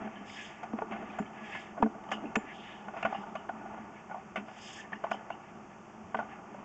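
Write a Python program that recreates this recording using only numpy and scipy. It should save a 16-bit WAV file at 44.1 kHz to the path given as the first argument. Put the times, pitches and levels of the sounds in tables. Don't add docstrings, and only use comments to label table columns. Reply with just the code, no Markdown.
import sys
import numpy as np
from scipy import signal
from scipy.fft import rfft, irfft
from scipy.io import wavfile
from scipy.ndimage import uniform_filter1d

SR = 44100
rng = np.random.default_rng(int(sys.argv[2]) if len(sys.argv) > 2 else 0)


def unload_wav(signal):
    wavfile.write(
        sys.argv[1],
        SR,
        np.round(np.clip(np.atleast_2d(signal).T, -1, 1) * 32767).astype(np.int16),
    )


def natural_amplitude(level_db):
    exponent = np.asarray(level_db, float) / 20
    return 10 ** exponent


N = 292824

# (time [s], scrape level [dB], bite on the rim over the scrape [dB])
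FEED = [(0.0, -39.5, -15), (0.16, -47.5, -4), (0.55, -49, -0.5), (0.75, -45.5, -15), (1.0, -42.5, -8),
        (1.25, -48, -8), (1.57, -45.5, 0.5), (1.81, -50, -16), (2.15, -43, -9), (2.599, -49, -7),
        (2.92, -47, -8.5), (3.25, -43.5, -11), (3.42, -49.5, -12), (3.73, -43, -11.5), (4.14, -55, -12),
        (4.7, -50.5, -3), (5.6, -54, -14), (6.64, -48, -11.5)]
# (time [s], peak [dB], rim over peak [dB], tick over peak [dB], contact length [s])
HARD_KNOCKS = [(0.63, -30, -16.5, -24.5, .012), (0.731, -34, -17, -35, 0.0038),
               (0.786, -26.5, -19, -52, 0.0025), (0.819, -24.5, -26, -55, 0.0023),
               (0.92, -32.5, -8.5, -38, 0.021), (1.186, -24.5, -21, -25, 0.0067),
               (1.776, -30, -27.5, -43, 0.029), (2.115, -24.5, -6.5, -16, 0.012),
               (2.355, -23.5, 0.5, -12, 0.0046), (2.965, -31.5, -13.5, -37.5, 0.042),
               (3.027, -27, -9, -20.5, 0.003), (3.05, -17.5, -14.5, -35, 0.01),
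               (3.124, -24, -30, -45, 0.0047), (3.146, -29, -17, -33, 0.0067),
               (3.353, -26.5, -15, -31, 0.0067), (3.491, -24, -23, -53, 0.0038),
               (4.111, -30, -24, -53.5, .011), (4.143, -28, -35, -44, 0.023),
               (4.358, -26.5, -7.5, -32, 0.017), (5.039, -21.5, -25, -66, 0.0083),
               (5.114, -20, -14, -25, 0.0032), (5.303, -26, -19.5, -29, 0.0013),
               (6.145, -21.5, -16, -55, 0.0045), (6.189, -22.5, -23.5, -38, .012)]
# (time [s], peak [dB], rim over peak [dB], tick over peak [dB], contact length [s])
HEAVY_KNOCK = [
    (1.8235, -28, -8, -54, .008),
]
# (time [s], peak [dB], rim over peak [dB], contact length [s])
LIGHT_TAPS = [(0.073, -35.5, -19, 0.004), (0.91, -33, -14, .0075), (0.961, -34.5, -15, .0068),
              (1.026, -34, -22, .0034), (1.134, -38, -25, 0.028), (1.223, -43, -10, .0055),
              (1.55, -35.5, -8, 0.0052), (1.766, -39, -21, 0.01), (1.86, -28, -34, .009),
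              (1.951, -36.5, -34.5, .005), (2.037, -42.5, -12, 0.0056), (2.088, -36, -13, 0.0033),
              (2.236, -34.5, -33, 0.0037), (2.882, -30.5, -16.5, 0.0028), (2.936, -33.5, -22.5, 0.03),
              (3.233, -31.5, -33, 0.01), (3.609, -37, -32, 0.0058), (3.657, -34, -32, 0.0071),
              (3.742, -37, -15, 0.0019), (3.777, -37, -20, .005), (4.096, -36, -29, 0.013),
              (4.481, -39.5, -12, 0.02), (4.92, -37, -12, 0.005), (4.928, -36, -6.5, 0.01),
              (5.066, -34, -18, 0.0065), (5.141, -32, -22, 0.0087), (6.168, -35.5, -11, 0.013),
              (6.227, -34.5, -22, 0.005), (6.545, -35.5, -34, 0.012), (6.588, -39, -24, 0.0088)]
# (time [s], peak [dB], pitch [Hz], hold [s])
BOOMS = [(0.044, -36, 215.4, 0.063), (0.214, -36.5, 205, 0.024), (0.293, -40, 212, 0.027),
         (0.739, -24, 231, 0.0057), (0.767, -42, 268, .025), (0.821, -30.5, 438, 0.0085),
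         (0.842, -39, 218, 0.006), (1.022, -34, 228, 0.024), (1.202, -22.5, 205, 0.012),
         (1.226, -36.5, 183, 0.012), (1.805, -30, 278, 0.06), (1.83, -16, 220, 0.041),
         (1.959, -36, 217.7, 0.029), (2.125, -36, 215.5, 0.043), (2.229, -36, 243.6, 0.047),
         (2.242, -31, 296, 0.016), (2.366, -28.5, 446, 0.014), (2.37, -20, 221.7, 0.012),
         (2.876, -39.5, 211, .025), (3.049, -33.5, 216, 0.062), (3.189, -39, 201, 0.028),
         (4.368, -38.5, 525, 0.0049), (4.379, -33, 205.7, 0.064), (4.927, -38.5, 209, 0.056),
         (5.109, -37, 212, 0.089), (6.04, -45, 84, 0.02), (6.147, -36, 428, 0.012),
         (6.156, -35, 220, 0.062), (6.23, -42, 210.4, .04), (6.558, -41.5, 201.6, 0.067)]
# (time [s], peak [dB], pitch [Hz], decay by 60 dB [s])
SPRING_RINGS = [(0.157, -50, 3060, 0.28), (0.2962, -41.5, 2200, .027), (0.9194, -65, 6700, .12),
                (1.0992, -45, 2500, 0.061), (1.2565, -48, 2210, .027), (1.262, -52.5, 3100, .15),
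                (2.1253, -35.5, 2905, 0.2), (2.2554, -44.5, 2640, 0.18), (3.03, -31.5, 2670, 0.12),
                (3.053, -35.5, 2640, .062), (3.1454, -43, 2830, .2), (3.3686, -47, 2900, 0.21),
                (4.7687, -43, 1730, 0.17), (4.7883, -40.5, 1740, 0.13), (4.8417, -45, 1800, 0.069),
                (4.9298, -28.5, 1750, 0.026), (4.953, -50.5, 2890, 0.11), (4.9544, -67, 5200, .12),
                (4.9556, -45, 1810, 0.08), (5.1296, -41, 3060, 0.15), (5.1286, -58, 5170, 0.086),
                (5.3134, -46, 2860, 0.11)]
# (start [s], length [s], fastest at share [0-1], rasp [dB], fizz over rasp [dB])
STROKES = [
    (0.244, 0.36, 0.34, -51.5, -10),
    (0.878, 0.33, 0.77, -62.5, -22),
    (1.327, 0.4, 0.6, -55.5, -12),
    (2.104, 0.1, 0.14, -54.5, -10),
    (2.501, 0.43, 0.27, -54.5, -22),
    (2.931, 0.65, 0.18, -63.5, -11.5),
    (4.45, 0.41, 0.65, -50, -7.5),
    (5.105, 0.075, 0.17, -57, -6.5),
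]
# (time [s], level [dB])
REEL_BLOWS = [
    (1.19, -60.5),
    (2.356, -48),
]
# (time [s], peak [dB], width [s])
MOUTH_SLAPS = [
    (1.8274, -1.5, .0009),
    (2.3575, -17, .0006),
    (3.053, -22, .0008),
]

# (frequency [Hz], width [Hz], level [dB])
COLUMN_MODES = [(220.3, 13, 0), (205, 27, -1.5), (266, 170, -11.5), (407, 105, -11), (434.4, 80, -21)]
# (frequency [Hz], width [Hz], level [dB])
PIPE_MODES = [(672, 81.3, -2), (781.6, 46.8, 2.5), (888, 89, -2.5), (1005, 33, -8), (1155, 80, -6),
              (1457, 70, -9)]
# (frequency [Hz], width [Hz], level [dB])
RIM_MODES = [(1707, 73, 2), (2114, 330, -4.5), (2640, 231, -6.5), (3103, 330, -16)]
# (frequency [Hz], width [Hz], level [dB])
TICK_MODES = [(5770, 1800, 3), (5700, 1600, 0.3), (6640, 520, 9.5)]
# (frequency [Hz], level [dB], decay by 60 dB [s])
REEL_PARTIALS = [(7014, -1, .17), (7138, -2, .2), (7429, -4, .12), (8866, -8, .2)]
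LOWER_TILT = [3, 0, -3]
UPPER_TILT = [-4, -1, 2]

# (frequency [Hz], level [dB])
KNOCK_REACH = [(20, -17.5), (150, -2.5), (400, -5), (1700, 0), (3000, -14.5), (9000, -48)]
# (frequency [Hz], level per Hz [dB])
ROOM_AIR = [(15, -74), (25, -25.5), (149, -13), (215, -6.5), (249, -21), (359, -13), (505, -23),
            (711, -21.5), (1030, -21), (1190, -22.5), (1840, -34), (2660, -33.5), (3750, -50),
            (6570, -41.5), (8600, -57), (11200, -93), (18900, -120)]
# (frequency [Hz], level [dB])
RECORDER_COLOUR = [(20, -11), (3100, -2), (3600, -2.5), (3900, -13.5), (4000, -50.5), (4100, -11.5),
                   (4500, -5.5), (5000, -3.5), (7600, -1), (8300, -8), (8800, -13.5), (9100, -67.5),
                   (9500, -110), (22050, -110)]


def evened(x):
    return x / np.sqrt(np.mean(x ** 2) + 1e-20)


def peaked(x, db):
    return natural_amplitude(db) * x / np.sqrt(uniform_filter1d(x ** 2, 256).max())


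def smoothed(x, size):
    return uniform_filter1d(uniform_filter1d(x, size), size)


def add(mix, s, sound):
    part = mix[max(round(s * SR), 0):][:len(sound)]
    part += sound[:len(part)]


def shape(x, points):
    hz, db = np.transpose(points)
    at = np.log(np.fft.rfftfreq(x.shape[-1], 1 / SR) + 1)
    gain = natural_amplitude(np.interp(at, np.log(hz + 1), db))
    return irfft(rfft(x) * gain, x.shape[-1])


def ring(x, modes, tilt_db=0):
    out = np.zeros(len(x))
    tilts = tilt_db * np.ones(len(modes))
    for k, ((hz, width, db), tilt) in enumerate(zip(modes, tilts)):
        r = np.exp(-np.pi * abs(width) / SR)
        w = 2 * np.pi * hz / SR
        gain = (-1) ** k * natural_amplitude(db + tilt) * (1 - r) * np.sin(w)
        out += gain * signal.lfilter([1], [1, -2 * r * np.cos(w), r * r], x)
    return out


def after(rows, db, fade_s):
    kicks = np.zeros(N)
    for s, peak_db, *_ in rows:
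        add(kicks, s, natural_amplitude(2 * (peak_db + db)) * np.ones(1))
    return signal.lfilter([1], [1, -np.exp(-1 / (fade_s * SR))], kicks)


def blow(chance, length, rise=0.00092, first=0.58):
    t = np.arange(len(chance)) / SR
    length = max(length, .0005)
    strike = first * np.sqrt(length * SR / 2) * (t == 0)
    return strike + chance * (1 - np.exp(-t / rise)) * np.exp(-t / length)


def room_air():
    return natural_amplitude(-47.5) * evened(shape(rng.standard_normal(N), ROOM_AIR))


def friction(grit, clump_s, clump_db):
    clumps = evened(smoothed(rng.standard_normal(N), int(clump_s * SR)))
    slipping = rng.random(N) < 300 / SR
    slips = rng.standard_normal(N) * rng.exponential(1, N) * slipping
    return natural_amplitude(clump_db * clumps) * (rng.standard_normal(N) + grit * evened(slips))


def rubbing():
    times, *controls = np.transpose(FEED)
    feed_db, bite_db = (np.interp(np.arange(N) / SR, times, db) for db in controls)
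    scrape = np.sqrt(natural_amplitude(2 * feed_db) + after(HARD_KNOCKS, -25, fade_s=0.14))
    column_db = -49.5 + 0.95 * (feed_db + 51) - 0.38 * (bite_db + 12.5)
    booms = [(s, min(db, -30.5)) for s, db, *_ in BOOMS]
    column = np.sqrt(natural_amplitude(2 * column_db) + after(booms, -8.5, fade_s=0.043))
    rough = friction(grit=0.32, clump_s=0.0038, clump_db=-0.5)
    heavy = friction(grit=0.38, clump_s=0.0095, clump_db=-2.5)
    fine = friction(grit=0.1, clump_s=0.052, clump_db=4.5)
    air = column * evened(ring(heavy, COLUMN_MODES))
    wall = scrape * evened(ring(rough, PIPE_MODES))
    rim = scrape * natural_amplitude(bite_db) * evened(ring(fine + .5 * rough, RIM_MODES))
    return air + wall + rim


def thumps():
    damp_t60_s = 0.069
    out, t = np.zeros(N), np.arange(8000) / SR
    for (s, db, hz, hold), phases in zip(BOOMS, rng.random((len(BOOMS), 3))):
        fall_db = -90 * t - 60 * np.maximum(t - hold, 0) / damp_t60_s
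        level = (1 - np.exp(-t / 0.00069)) * natural_amplitude(fall_db)
        partials = zip((1, 1.33, 2), (1, .25, .25), phases)
        tone = sum(g * np.sin(2 * np.pi * (k * hz * t + u)) for k, g, u in partials)
        add(out, s - .003, peaked(level * tone, db))
    return out


def knocks():
    tap_tick_db = -34.5
    taps = [(s, db, rim, tap_tick_db, length) for s, db, rim, length in LIGHT_TAPS]
    hits = sorted(HARD_KNOCKS + taps) + HEAVY_KNOCK
    chances = rng.standard_normal((len(hits), 4096))
    places = rng.standard_normal((len(hits), 4, 4))
    half, lead = len(PIPE_MODES) // 2, 256
    fade = signal.windows.tukey(4096 + lead, .1)
    out = np.zeros(N)
    for (s, db, rim_db, tick_db, length), chance, place in zip(hits, chances, places):
        upper_db = db - 7.5 + 0.03 * (db + 24.5) + 0.34 * (rim_db + 11) - 0.035 * (tick_db + 36)
        force = np.append(np.zeros(lead), blow(chance, length))
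        rattle = np.diff(np.append(np.zeros(lead + 1), blow(chance, length, first=0.068)))
        lower = shape(ring(force, PIPE_MODES[:half], 2 * place[0, :3] + LOWER_TILT), KNOCK_REACH)
        upper = shape(ring(force, PIPE_MODES[half:], 2 * place[3, :3] + UPPER_TILT), KNOCK_REACH)
        rim = ring(rattle, RIM_MODES, place[1])
        tick = ring(rattle, TICK_MODES, 2 * place[2, :3])
        wall = peaked(lower, db - 2.5) + peaked(upper, upper_db + 0.5)
        edge = peaked(rim, db + rim_db - 0.5) + peaked(tick, db + tick_db - 8.0)
        add(out, s - lead / SR, fade * (wall + edge))
    return out


def rings():
    out = np.zeros(N)
    chances = rng.standard_normal((len(SPRING_RINGS), 6000))
    for (s, db, hz, t60), chance in zip(SPRING_RINGS, chances):
        broad = ring(blow(chance, t60 / 7, first=0.46), [(hz, 500, 0)])
        add(out, s, peaked(ring(broad, [(hz, 150, 0)]), db - 3.0))
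    return out


def sweep(x, hz, width):
    turn = np.exp(2j * np.pi * np.cumsum(hz) / SR)
    r = np.exp(-np.pi * width / SR)
    once = signal.lfilter([1 - r], [1, -r], x / turn)
    twice = signal.lfilter([1 - r], [1, -r], once)
    return evened((turn * twice).real)


def slides():
    out = np.zeros(N)
    for s, length, fastest, db, fizz_db in STROKES:
        u = np.arange(0, length, 1 / SR) / length
        bend = np.log(.5) / np.log(np.clip(fastest, .05, .9))
        speed = np.sin(np.pi * u ** bend) + 1e-4
        fall_db = 19 * (np.minimum(1.22 * speed, 1) - 1)
        a, b, c, *patches = rng.standard_normal((6, SR))[:, :len(u)]
        patch_db = [2.0 * evened(smoothed(p, 500)) for p in patches]
        rasp_db = db + fall_db + patch_db[0]
        hiss_db = db + fizz_db - 5 + 1.1 * fall_db - 5 * (u - 1.5) + patch_db[1]
        grow_db = db + fizz_db + 4 * (u - .5) + fall_db + patch_db[2]
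        rasp = natural_amplitude(rasp_db) * sweep(a, 2830 + 220 * speed, width=1080)
        hiss = natural_amplitude(hiss_db) * sweep(b, 5050 + 0 * u, width=750)
        fizz = natural_amplitude(grow_db) * sweep(c, 6450 + 180 * speed, width=2000)
        add(out, s, (rasp + hiss + fizz) * signal.windows.tukey(len(u), .1))
    return out


def reel():
    out, t = np.zeros(N), np.arange(12000) / SR
    tink = sum(natural_amplitude(db - 60 * t / t60) * np.sin(2 * np.pi * hz * t) for hz, db, t60 in REEL_PARTIALS)
    for s, db in REEL_BLOWS:
        add(out, s, natural_amplitude(db) * tink)
    return out


def slaps():
    round_trip_s, loss_db = .0042, 7
    out, t = np.zeros(N), np.arange(-200, 300) / SR
    for s, db, width in MOUTH_SLAPS:
        pulse = np.exp(-np.hypot(t, .0001) / width) * (.85 * np.cos(2 * np.pi * 860 * t) + .15)
        for trip in range(3):
            add(out, s + t[0] + trip * round_trip_s, natural_amplitude(db - loss_db * trip) * pulse)
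    return out


def scene():
    cable = rubbing() + thumps() + knocks() + rings()
    return (room_air() + cable + slides() + reel() + slaps())[None]


def roll_off(x):
    return signal.sosfilt(signal.butter(12, 8920, fs=SR, output="sos"), x)


def record(dry):
    mix = shape(dry, RECORDER_COLOUR)
    return roll_off(mix)


dry = scene()
out = record(dry)
unload_wav(out)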